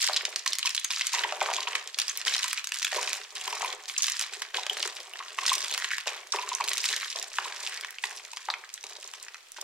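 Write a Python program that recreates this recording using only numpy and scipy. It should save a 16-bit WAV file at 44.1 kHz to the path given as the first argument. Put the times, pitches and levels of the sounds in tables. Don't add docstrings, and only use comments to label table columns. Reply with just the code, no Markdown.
import sys
import numpy as np
from scipy import signal
from scipy.fft import rfft, irfft
from scipy.io import wavfile
from scipy.ndimage import uniform_filter1d, minimum_filter1d

SR = 44100
rng = np.random.default_rng(int(sys.argv[2]) if len(sys.argv) > 2 else 0)


def dump_mix(stems):
    frames = np.atleast_2d(stems).T
    limited = np.clip(frames, -1, 1)
    pcm = np.round(limited * 32767).astype(np.int16)
    wavfile.write(sys.argv[1], SR, pcm)


N = 424683
TIME = np.arange(N) / SR
TAPS = 1024
HZ = np.fft.rfftfreq(TAPS, 1 / SR) + 1
MS = SR / 1000


def amp(db):
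    return 10 ** (np.asarray(db) / 20)


def power_db(power):
    return 10 * np.log10(power)


def read(points, hz):
    f, value = np.transpose(points)
    return np.interp(np.log(hz + 1), np.log(f), value)


def unit(x):
    return x / np.sqrt(np.sum(x ** 2) / 2 + 1e-20)


def add(mix, s, sound):
    part = mix[:, max(round(s * SR), 0):][:, :sound.shape[1]]
    part += sound[:, :part.shape[1]]


def causal(points):
    log_gain = np.log(amp(read(points, HZ)))
    circle = np.concatenate([log_gain, log_gain[-2:0:-1]])
    return np.exp(np.conj(signal.hilbert(circle)))[:len(HZ)]


def ports(a, b, alike_hz, most=0.72):
    alike = most / (1 + (np.fft.rfftfreq(len(a), 1 / SR) / alike_hz) ** 2)
    mid = rfft(a) * np.sqrt(1 + alike)
    side = rfft(b) * np.sqrt(1 - alike)
    return irfft(np.array([mid + side, mid - side]), len(a))


# f/Hz, relative level/dB
AIR_SPECTRUM = [(15, -4), (40, -29), (230, -24.5), (400, -7.5), (1000, -5), (3000, -2), (8000, -8.5),
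                (16000, -22)]


def air():
    noise = rfft(ports(*rng.standard_normal((2, N)), alike_hz=2500, most=0.25))
    shaped = irfft(noise * amp(read(AIR_SPECTRUM, np.fft.rfftfreq(N, 1 / SR))), N)
    return amp(-56.5) * np.sqrt(N) * unit(shaped)


def handling(power):
    low_pass = signal.butter(1, 30, fs=SR, output="sos")
    rumble = signal.sosfilt(low_pass, ports(*rng.standard_normal((2, N)), alike_hz=2500))
    return amp(-53.0) * np.sqrt(N * power) * unit(rumble)


# f/Hz, t60/s
ROOM_DECAY = [(300, 0.063), (1000, 0.49), (4000, 0.3), (9000, 0.16), (16000, 0.018)]


def echoes(tail_db=-12, bass_db=5):
    early_db, early_s = -14.5, .0055
    size = SR // 2
    t = np.arange(size) / SR
    taps = rng.standard_normal((2, size)) * (rng.random((2, size)) < 4000 / SR)
    early = unit(ports(*taps, alike_hz=4800) * np.exp(-t / early_s) * (t > .002))
    hz, when, bands = signal.stft(ports(*rng.standard_normal((2, size)), alike_hz=3600), SR, nperseg=256)
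    bass_lift_db = bass_db / (1 + (hz[:, None] / 600) ** 2)
    tail_gain = amp(bass_lift_db - 60 * when / read(ROOM_DECAY, hz)[:, None])
    tail = signal.istft(bands * tail_gain, SR, nperseg=256)[1][:, :size]
    return amp(early_db) * early + amp(tail_db) * unit(tail * np.clip(t / 0.00022 - .5, 0, 1))


def room(x, count=4):
    step = SR // 150
    places = rng.integers(0, count, N // step + 2)
    out = 0
    for k in range(count):
        share = np.interp(np.arange(N) / step, np.arange(len(places)), places == k)
        out = out + signal.oaconvolve(x * np.sin(np.pi / 2 * share), echoes(), axes=1)[:, :N]
    return out


# f/Hz, relative level at resonance/dB, t60/s
TABLE_MODES = [(306, 2, 0.11), (378, 5, 0.096), (398, 5.5, 0.13), (421.5, 11, 0.22), (504, 8, 0.23),
               (605, 10.5, 0.095), (679.5, 7.5, 0.22), (750, 8.5, 0.19), (1030, 2, 0.0071)]


def table_top(x):
    t = np.arange(SR // 3) / SR
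    ring = np.zeros(len(t))
    for hz, db, t60 in TABLE_MODES:
        even_peak = 2 * np.log(1000) / (t60 * SR)
        ring += amp(db - 60 * t / t60) * np.cos(2 * np.pi * hz * t) * even_peak
    return amp(-3.0) * signal.oaconvolve(x, ring[None], axes=1)[:, :N]


def shell(hz, q, ringing, count=3):
    mode_q, rattle = 13, .045
    mode_hz = hz * np.exp(0.25 / max(q, .7) * rng.uniform(-1.203, 1, (count, 1)))
    modes = rng.choice([-1, 1], (count, 1)) / (1 + 1j * mode_q * (HZ / mode_hz - mode_hz / HZ))
    broad = 1 / (1 + 1j * q * (HZ / hz - hz / HZ)) ** 2
    return broad + ringing * modes.sum(0) + rattle


def chip(colour, hz, q, ringing, steps_ms, scatter, scatter_ms, count=7):
    pan_db, lag_ms, place_ms, angle_ms = -0.5, 0.037, 0.026, 0.034
    steps = rng.uniform(0, 2 * steps_ms, count)
    bounces = 2 * steps_ms + rng.exponential(scatter_ms, count)
    delay_ms = 0.19 + np.r_[steps_ms, steps, bounces]
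    step_size, bounce_size = rng.standard_normal((2, count)) / np.sqrt(count)
    size = np.r_[.58, step_size, scatter * bounce_size]
    turn = np.r_[np.zeros(count + 1), angle_ms * rng.standard_normal(count)]
    lag = lag_ms + place_ms * rng.standard_normal() + turn
    arrival_s = (delay_ms + np.array([lag, -lag]) / 2) * MS / SR
    paths = np.sum(size[:, None] * np.exp(-2j * np.pi * arrival_s[..., None] * HZ), 1)
    shade_db = (pan_db * rng.standard_normal() + 1.5) * np.minimum(HZ / 6200, 1.6) ** 2
    shading = amp(np.array([-shade_db, shade_db]) / 2)
    sound = irfft(colour * shell(hz, q, ringing) * paths * shading)
    return unit(sound * np.clip(np.linspace(4, 0, TAPS), 0, 1))


def chips(low_hz, high_hz, count, colour, **settings):
    return [chip(colour, hz, **settings) for hz in np.geomspace(low_hz, high_hz, count)]


def shower(pieces, per_s, spread_db, level_db):
    power = amp(level_db) ** 2
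    rate = per_s * (power / power.mean()) ** .36
    at = np.flatnonzero(rng.random(N) < rate / SR)
    luck, sign, pitch = rng.random((3, N))
    size = amp(spread_db * np.minimum(-np.log(1 - luck[at]), 3.5))
    energy = np.zeros(N)
    energy[at] = size ** 2
    size *= np.sqrt(power[at] / uniform_filter1d(energy, size=3000)[at]) * np.sign(sign[at] - .5)
    choice = (pitch * len(pieces)).astype(int)
    out = np.zeros((2, N + TAPS))
    for i, a in zip(at, size):
        out[:, i:i + TAPS] += a * pieces[choice[i]]
    return out[:, :N]


def stroke(start, hold, db, swell_db, attack_s, release_db_per_s):
    t = np.arange(0, hold + .5, 1 / SR)
    level_db = db + swell_db * np.minimum(t / hold, 1) - release_db_per_s * np.maximum(t - hold, 0)
    power = np.zeros((1, N))
    add(power, start, (np.minimum(t / attack_s, 1) * amp(level_db))[None] ** 2)
    return power[0]


# start t/s, hold t/s, drive level/dB
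SPILLS = [(0.088, 0.047, -38.5), (0.207, .11, -44.5), (1.135, 0.27, -37.5), (1.408, 0.19, -37.5),
          (1.663, 0.08, -38), (1.963, 0.33, -50.5), (2.233, 0.074, -41.5), (2.935, 0.083, -35),
          (3.05, 0.05, -40.5), (3.318, 0.14, -44), (3.457, 0.27, -38), (4.198, 0.22, -48),
          (4.529, 0.065, -37.5), (4.695, 0.19, -40.5), (4.95, 0.77, -48.5), (5.37, 0.4, -46),
          (6.054, 0.055, -36), (6.319, 0.39, -42.5), (6.889, 0.017, -41), (7.143, 0.057, -38.5),
          (7.384, 0.14, -41), (7.582, 0.2, -46), (8.021, 0.13, -44.5), (8.472, 0.049, -46),
          (8.834, 0.24, -49), (9.143, 0.11, -53.5), (9.574, .05, -44)]
TIP_S, SETTLE_DB_PER_S, THINNING_DB = 0.0084, 103.5, -1.5
SHED_DB = -27
STIR_DB, STIR_DB_PER_S = -31.5, 336


def spilling(crushed):
    power = amp(SHED_DB) ** 2 * crushed
    for start, hold, db in SPILLS:
        power = power + stroke(start, hold, db, THINNING_DB, TIP_S, SETTLE_DB_PER_S)
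    for s, db, _ in KNOCKS:
        power = power + stroke(s, 0.024, db + STIR_DB, 0, 0.0014, STIR_DB_PER_S)
    return power


# f/Hz, relative level/dB
LANDING = [(100, 10), (240, -21), (300, -21), (380, -7), (650, -6), (1000, -0.5), (1350, 0.5), (2500, 15.5),
           (8000, -25)]


def flakes(power, count=50):
    colour, level_db = causal(LANDING), power_db(power)
    pieces = chips(400, 1120, count, colour, q=0.79, ringing=0.59, steps_ms=1.571,
                   scatter=0.79, scatter_ms=1.903)
    curls = chips(760, 1200, count, colour, q=2.65, ringing=0.17, steps_ms=1.07,
                  scatter=0.28, scatter_ms=2.35)
    taps = shower(pieces, per_s=260, spread_db=6.0, level_db=level_db)
    rings = shower(curls, per_s=50, spread_db=0.0, level_db=level_db)
    heap = shower(pieces[:count // 3], per_s=560, spread_db=2, level_db=0.84 * level_db)
    return amp(-11.0) * taps + amp(-15.5) * rings + amp(-30.0) * heap


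# t/s, relative level/dB (of the energy packed into 1 ms), f/Hz
KNOCKS = [(.090, -25, 744), (.097, -17.5, 754), (0.28, -27.5, 410), (0.4633, -18, 1030), (.65, -23.5, 1043),
          (0.904, -26.5, 1024), (1.139, -20, 930), (1.173, -27, 1010), (1.185, -18.5, 970),
          (1.247, -16, 950), (1.324, -20, 790), (1.418, -12, 760), (1.429, -19.5, 704), (1.441, -24, 734),
          (1.461, -23.5, 790), (1.48, -26, 785), (1.487, -16.5, 834), (1.501, -18.5, 790),
          (1.514, -22, 810), (1.584, -18.5, 1010), (1.6731, -14, 954), (2.444, -24.5, 1014),
          (2.928, -24, 740), (2.947, -31, 600), (2.964, -20.5, 432), (2.985, -19.5, 950), (3.028, -30, 750),
          (3.479, -19, 1000), (3.528, -18.5, 960), (3.568, -28, 1080), (3.609, -24, 830),
          (3.627, -18.5, 900), (3.646, -17.5, 995), (4.585, -20, 920), (4.666, -30, 580),
          (4.855, -19, 1180), (4.856, -26, 450), (5.203, -26, 1030), (5.209, -26, 1180), (5.387, -18, 1030),
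          (5.432, -25, 1040), (5.517, -13, 1050), (5.523, -21, 1010), (6.072, -24.5, 595),
          (6.337, -17.5, 1120), (6.345, -23.5, 437), (6.345, -18.5, 940), (6.371, -25, 1080),
          (6.389, -17.5, 974), (6.432, -22, 965), (6.477, -25, 1060), (6.518, -17.5, 983),
          (6.603, -19, 1075), (6.6094, -13.5, 956), (7.158, -30.5, 613), (7.387, -18, 900),
          (7.456, -23.5, 1030), (8.039, -22.5, 927), (8.332, -31, 960), (8.488, -16, 880),
          (8.503, -19, 1150), (8.838, -35.5, 940), (9.355, -31, 1390)]
PALM_HZ, PALM_WIDTH_HZ, DULL_Q, PALM_Q = 1000, 83, 1.54, 3.7


def knocks():
    out, colour = np.zeros((2, N)), causal(LANDING)
    for s, db, hz in KNOCKS:
        palm = np.exp(-((hz - PALM_HZ) / PALM_WIDTH_HZ) ** 2)
        q = rng.uniform(1.0, 1.32) * (DULL_Q + PALM_Q * palm)
        knock = chip(colour, hz, q, ringing=0.13, steps_ms=0.98, scatter=0.48, scatter_ms=2.277)
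        add(out, s - .0015, amp(db - 6.0) * np.sqrt(MS) * knock)
    return out


# f/Hz, relative level/dB
FRACTURE = [(150, -63), (350, -35), (700, -14.5), (1000, -4), (1350, -3.5), (1900, 1.5), (4000, 0),
            (7000, 0.5), (8500, -2.5), (12000, -7), (16000, -14)]
# start t/s, hold t/s, drive level/dB
THICK_RUNS = [(5.775, .08, -47), (5.888, 0.097, -46.5), (6.9, 0.15, -45.5), (7.674, 0.26, -51)]
PRESS_S, RELAX_DB_PER_S = 0.0025, 134


def thick_walls(count=40):
    pieces = chips(1600, 2080, count, causal(FRACTURE), q=3.0, ringing=0.13, steps_ms=0.48,
                   scatter=0.2, scatter_ms=1.8)
    power = 1e-12
    for start, hold, db in THICK_RUNS:
        power = power + stroke(start, hold, db, 0, PRESS_S, RELAX_DB_PER_S * 2)
    return shower(pieces, per_s=110, spread_db=6, level_db=power_db(power))


def clumps(swing_db=2.5, step_s=0.007):
    return swing_db * np.interp(TIME / step_s, np.arange(4000), rng.standard_normal(4000))


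# t/s, drive level/dB
RESTING = [(0, -46), (6.299, -49), (8, -48.5), (9.3, -57), (9.5, -57)]
# start t/s, hold t/s, drive level/dB, swell over the hold/dB,
# level of fine over coarse fractures/dB
SQUEEZES = [(0, 0.088, -25.5, -8, 4.5), (0.09, 0.27, -37, -13.5, -22), (0.463, 0.059, -38, -4, 7),
            (0.64, 0.24, -35, -10.5, 14), (0.897, 0.23, -34.5, 1.5, 0), (1.124, 0.25, -28.5, -11, -18.5),
            (1.402, 0.38, -32, -6.5, -9), (1.972, 0.22, -40.5, 2.5, -1.5), (2.259, 0.29, -26, -10, 1),
            (2.73, 0.27, -37.5, 1.5, 4), (2.938, 0.24, -33.5, -2.5, 1.5), (3.346, 0.32, -37, 2.5, 0.5),
            (3.878, 0.016, -31.5, -5, 14), (3.978, 0.23, -36.5, 5.5, 0), (4.31, 0.11, -38, -4, -2),
            (4.537, 0.032, -34.5, 2.5, -24), (4.683, 0.18, -40.5, 7, 4), (4.959, 0.026, -35.5, -7, -6.5),
            (5.148, 0.173, -40.5, -4.5, -28), (5.369, 0.14, -39.5, 12.5, 1), (5.576, 0.39, -33.5, -5, 4),
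            (6.066, 0.054, -32.5, -2, -8), (6.318, 0.32, -36.5, -2, -4), (6.644, 0.29, -37.5, 9.5, 6.5),
            (7.013, 0.21, -35, -4.5, 16), (7.299, 0.032, -39, -1, 14), (7.358, 0.39, -36, -1.5, -3),
            (8.016, 0.36, -36.5, -15, 19), (8.358, 0.094, -45, 1.5, -3), (8.484, 0.022, -45, -20, -18),
            (8.827, 0.48, -44, -5.5, 10), (9.561, 0.077, -42.5, -9, -2.5)]
DEBRIS_DB, DEBRIS_GROWTH, DEBRIS_DB_PER_S = -29.5, 0.74, 495
STRAIN_S = 0.0039


def crushing():
    resting = amp(np.interp(TIME, *np.transpose(RESTING))) ** 2
    coarse, fine = resting / 2, resting / 2
    for start, hold, db, swell_db, fine_db in SQUEEZES:
        power = stroke(start, hold, db, swell_db, PRESS_S, RELAX_DB_PER_S)
        share = 1 / (1 + amp(-fine_db) ** 2)
        coarse, fine = coarse + (1 - share) * power, fine + share * power
    for s, db, hz, _ in SNAPS:
        debris_db = DEBRIS_DB + DEBRIS_GROWTH * db
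        power = stroke(s - STRAIN_S, 0.0065, debris_db, 0, 0.001, DEBRIS_DB_PER_S)
        share = 1 / (1 + (3600 / hz) ** 3)
        coarse, fine = coarse + (1 - share) * power, fine + share * power
    clumping = amp(clumps()) ** 2
    return coarse * clumping, fine * clumping


def crackle(coarse_power, fine_power, count=130):
    colour, level_db = causal(FRACTURE), power_db(coarse_power + fine_power)
    crumbs = chips(1680, 3500, count, colour, q=0.78, ringing=0.47, steps_ms=0.422,
                   scatter=0.73, scatter_ms=0.96)
    edges = chips(3600, 8500, count, colour, q=1.0, ringing=.55, steps_ms=.4,
                  scatter=.6, scatter_ms=.8)
    shards = chips(1700, 7500, count, colour, q=1.1, ringing=1.0, steps_ms=0.35,
                   scatter=1.0, scatter_ms=0.9)
    coarse = shower(crumbs, per_s=170, spread_db=4.0, level_db=power_db(coarse_power))
    fine = shower(edges, per_s=230, spread_db=4.5, level_db=power_db(fine_power))
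    small = shower(shards, per_s=60, spread_db=1.5, level_db=level_db)
    powder = shower(crumbs[::2] + edges, per_s=2500, spread_db=3, level_db=level_db)
    return amp(-7.0) * coarse + amp(-5.0) * fine + amp(-11.0) * small + amp(-11.0) * powder


# t/s, relative level/dB (of the energy packed into 1 ms), f/Hz, ring Q
SNAPS = [(0.017, -16, 5000, 1.5), (0.025, -7, 5000, 0.37), (0.042, -14.5, 5240, 1.4),
         (0.067, -16, 4900, 0.63), (0.0747, -16, 3770, 0.46), (0.086, -16, 4450, 1.6),
         (0.1323, -16.5, 4030, 4.1), (0.144, -19.5, 3800, 0.78), (0.1629, -8, 3600, 0.73),
         (0.169, -16, 3940, 1.4), (0.1735, -17.5, 4000, 2), (0.209, -23, 2070, 1.4),
         (.252, -13.5, 3520, 0.69), (0.3596, -11.5, 4280, 0.62), (0.3935, -26, 5900, 1.3),
         (0.4615, -13.5, 2840, 0.27), (0.4766, -10.5, 5200, 1), (0.523, -22, 4000, 2.7),
         (0.532, -14, 4300, 0.75), (0.5547, -24, 4500, 0.52), (0.585, -14.5, 6000, 0.38),
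         (0.5921, -21, 2960, 0.42), (0.629, -16, 3200, 0.84), (0.6576, -12, 4000, 0.49),
         (0.669, -16.5, 3500, 0.5), (0.6738, -15, 3370, 0.59), (0.693, -21.5, 5250, 0.38),
         (.705, -23, 5550, 1), (.748, -16, 4870, 0.51), (.7545, -24, 4900, 1.1), (.7648, -23, 4800, 0.55),
         (0.778, -14.5, 3700, 1.2), (0.846, -12.5, 5200, 0.54), (0.906, -17.5, 4000, 0.48),
         (0.912, -17.5, 3600, 0.98), (.935, -22.5, 3050, 1), (0.962, -20, 4200, 1.5),
         (0.995, -21, 3950, 0.75), (1.011, -15, 2500, 0.6), (1.0185, -17.5, 4120, 1.3),
         (1.069, -13, 7600, 0.4), (1.133, -14, 4600, 0.47), (1.148, -17, 5430, 1.3),
         (1.193, -20, 4000, 1.6), (1.237, -14, 2240, 1.6), (1.324, -23, 3040, 0.54),
         (1.413, -16.5, 2100, 0.61), (1.5372, -18.5, 2120, 0.29), (1.545, -21.5, 4100, .8),
         (1.565, -18, 3900, 0.8), (1.605, -21, 3920, 1.1), (1.676, -24.5, 2500, 0.99),
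         (1.753, -12, 2500, 0.43), (1.754, -19.5, 2750, 2.3), (1.875, -25, 5000, 0.73),
         (1.945, -23, 3320, 0.87), (1.9868, -9.5, 4400, 0.28), (1.9993, -14.5, 4330, 0.57),
         (2.0164, -16, 4960, 0.75), (2.082, -17.5, 5370, 0.84), (2.095, -17.5, 6400, 5.5),
         (2.174, -19, 11200, 0.41), (2.2151, -22.5, 3100, 0.6), (2.2508, -22.5, 3980, 1),
         (2.28, -16, 3400, 1.3), (2.34, -17, 3550, 0.9), (2.3483, -14, 3600, 0.91),
         (2.365, -21.5, 4100, 0.88), (2.381, -19.5, 5000, 2.5), (2.4311, -15.5, 3800, 0.95),
         (2.442, -18, 4140, 0.52), (2.481, -21.5, 5160, 0.2), (2.4983, -28, 4500, 0.55),
         (2.5299, -15.5, 4800, 0.19), (2.576, -21, 3600, 0.86), (2.5804, -20, 2620, 0.91),
         (2.595, -25, 3200, 0.75), (2.6428, -22, 4800, 0.33), (2.672, -20.5, 4800, 0.35),
         (2.691, -29, 4380, 0.32), (2.7201, -17.5, 2400, 0.36), (2.7427, -21, 4970, 0.32),
         (2.751, -27.5, 3550, 0.37), (2.787, -23, 6200, 1.3), (2.7972, -25.5, 3950, 0.48),
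         (2.829, -16, 4100, 0.58), (2.847, -12.5, 3960, 0.45), (2.8683, -20, 2620, 0.79),
         (2.9182, -22.5, 4130, 0.34), (2.93, -20.5, 2530, 0.6), (2.946, -23, 4030, .5),
         (2.961, -22, 4500, 1.2), (3.029, -22, 3600, 0.42), (3.0762, -18.5, 2670, 0.89),
         (3.1307, -16, 4200, 0.38), (3.2413, -35, 3600, .8), (3.381, -30, 4720, 0.7),
         (3.414, -29.5, 2770, 3.9), (3.478, -21.5, 2250, 0.13), (3.6469, -24, 2650, 1.7),
         (3.679, -27.5, 3220, 1.4), (3.7276, -23, 3600, 0.58), (3.857, -31.5, 3670, 1.1),
         (3.8981, -22.5, 2500, 0.32), (3.9652, -23, 2900, 1.9), (3.98, -10, 6800, 1.7),
         (4.021, -6.5, 6350, 2.2), (4.0313, -13.5, 5260, 0.68), (4.0413, -14, 4670, 0.5),
         (4.068, -16.5, 5400, 0.53), (4.083, -15.5, 3160, 0.38), (4.099, -18, 5400, 0.39),
         (4.12, -18.5, 5930, 1.2), (4.194, -13.5, 6560, 0.82), (4.2122, -18, 4380, 0.34),
         (4.42, -19.5, 3100, 0.31), (4.5452, -21.5, 3170, 1.5), (4.5697, -18, 3670, 2),
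         (4.666, -20, 2140, 0.45), (4.697, -14, 3090, 7.6), (4.77, -23, 2320, 0.53),
         (4.803, -22.5, 3660, 1.5), (4.827, -18.5, 5200, 0.75), (4.829, -17, 3250, 1.3),
         (5.0037, -29, 3830, 0.57), (5.136, -27, 2770, 6.9), (5.3865, -18, 2220, 1.6),
         (5.463, -9, 5000, 0.8), (5.469, -24, 4930, 0.58), (5.479, -16.5, 4000, 0.46),
         (5.4823, -17.5, 4670, 0.67), (5.494, -12, 3700, 2.4), (5.531, -14, 5430, 0.43),
         (5.5383, -16, 4000, .7), (5.553, -16.5, 5840, 0.92), (5.581, -20, 4650, 0.54),
         (5.606, -23.5, 4200, 1.1), (5.627, -22.5, 4400, 0.99), (5.6453, -20, 3790, 0.42),
         (5.713, -20.5, 4470, 0.32), (5.725, -21.5, 3770, 2.1), (5.739, -21, 4700, 0.28),
         (5.7465, -18.5, 2500, 0.45), (5.778, -18, 3420, 0.22), (5.8223, -21, 1820, 0.64),
         (5.8448, -15.5, 2000, 0.62), (5.9058, -24, 1950, 0.64), (5.912, -20.5, 1920, 0.89),
         (5.917, -21, 1800, 1.7), (5.9329, -17.5, 1850, 2.5), (5.9436, -28, 1850, 2.7),
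         (5.982, -19.5, 2480, 0.33), (6.0041, -30, 3030, 0.95), (6.0584, -33, 3300, 1),
         (6.073, -19, 3950, 0.37), (6.079, -19, 3540, 0.88), (6.322, -13, 5150, 1.5),
         (6.361, -21.5, 2680, 2.8), (6.3867, -24, 2500, 3), (6.49, -21, 5600, 0.8), (6.55, -16, 7000, 1.1),
         (6.6188, -24.5, 2600, 1.8), (6.6405, -20.5, 5500, 0.59), (6.678, -21, 4500, 0.19),
         (6.6849, -16.5, 3340, 0.6), (6.692, -18.5, 7300, 0.72), (6.716, -18, 2970, 0.92),
         (6.7333, -17.5, 4170, 0.34), (6.772, -20.5, 4140, 0.39), (6.78, -14.5, 4730, 0.53),
         (6.8028, -20.5, 5170, 3), (6.8416, -17.5, 2610, 0.43), (6.8551, -17, 5070, 0.73),
         (6.86, -18.5, 4750, 1.4), (6.889, -17, 4180, 0.96), (6.9376, -21, 1840, 0.65),
         (6.964, -20.5, 4980, 0.78), (7.03, -23, 1740, 1.4), (7.1023, -24, 5300, 1.04),
         (7.16, -22.5, 4650, 1.5), (7.1879, -24, 4750, 1.1), (7.2276, -21.5, 6500, .6),
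         (7.3844, -16, 1900, 1), (7.674, -20.5, 3120, 0.43), (7.7747, -26.5, 4630, 1.1),
         (7.8106, -26, 3930, 0.29), (7.8355, -28, 1950, 0.7), (7.847, -23, 1790, 0.27),
         (7.907, -30.5, 7040, 0.24), (7.985, -26.5, 2750, 1.1), (8.0383, -15.5, 2400, 1.3),
         (8.316, -35.5, 6400, 1.5), (8.334, -29.5, 3480, 0.48), (8.371, -24.5, 1780, 0.26),
         (8.4865, -27, 1630, 0.82), (8.502, -17, 3970, 2.7), (8.539, -20, 1880, .8),
         (8.639, -32.5, 1410, 1.7), (8.692, -34.5, 3360, 0.63), (8.7403, -24, 8100, 0.91),
         (8.778, -32.5, 2920, 0.64), (8.8103, -39, 4600, 1), (8.84, -27.5, 3140, 0.32),
         (8.8673, -30.5, 5940, 0.96), (8.965, -37, 4260, 1), (9.0432, -30, 4800, 1.7),
         (9.1373, -28, 2500, 0.18), (9.2282, -30, 7900, 1.2), (9.284, -31.5, 2180, 1.2),
         (9.3448, -30, 1900, 0.38), (9.5194, -31.5, 9700, 1.1), (9.545, -41, 5000, 1.3),
         (9.614, -23.5, 7050, 0.63)]


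def snaps():
    out, colour = np.zeros((2, N)), causal(FRACTURE)
    for s, db, hz, q in SNAPS:
        run_ms = .85 * amp(.4 * (db + 21))
        crack = chip(colour, hz, q, ringing=.62, steps_ms=run_ms, scatter=.55, scatter_ms=.8)
        add(out, s - .0007, amp(db) * np.sqrt(MS) * crack)
    return amp(-1.42) * out


def scene():
    coarse, fine = crushing()
    spilled = spilling(coarse + fine)
    soap = snaps() + crackle(coarse, fine) + thick_walls() + flakes(spilled)
    knocked = knocks()
    ring = table_top(soap + knocked)
    answer = room(soap + ring + amp(-7) * knocked)
    no_bass = signal.butter(4, 270, "highpass", fs=SR, output="sos")
    heard = signal.sosfilt(no_bass, soap + knocked + ring + answer)
    return heard + handling(coarse + spilled) + air()


def record(dry):
    ceiling = .34
    gain = np.minimum(1, ceiling / (abs(dry).max(0) + 1e-9))
    gain = minimum_filter1d(gain, size=131)
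    gain = uniform_filter1d(uniform_filter1d(gain, size=65), size=65)
    low_pass = signal.firwin(401, 16000, window=("kaiser", 9), fs=SR)
    return signal.oaconvolve(dry * gain, low_pass[None], "same", axes=1)


dry = scene()
out = record(dry)
dump_mix(out)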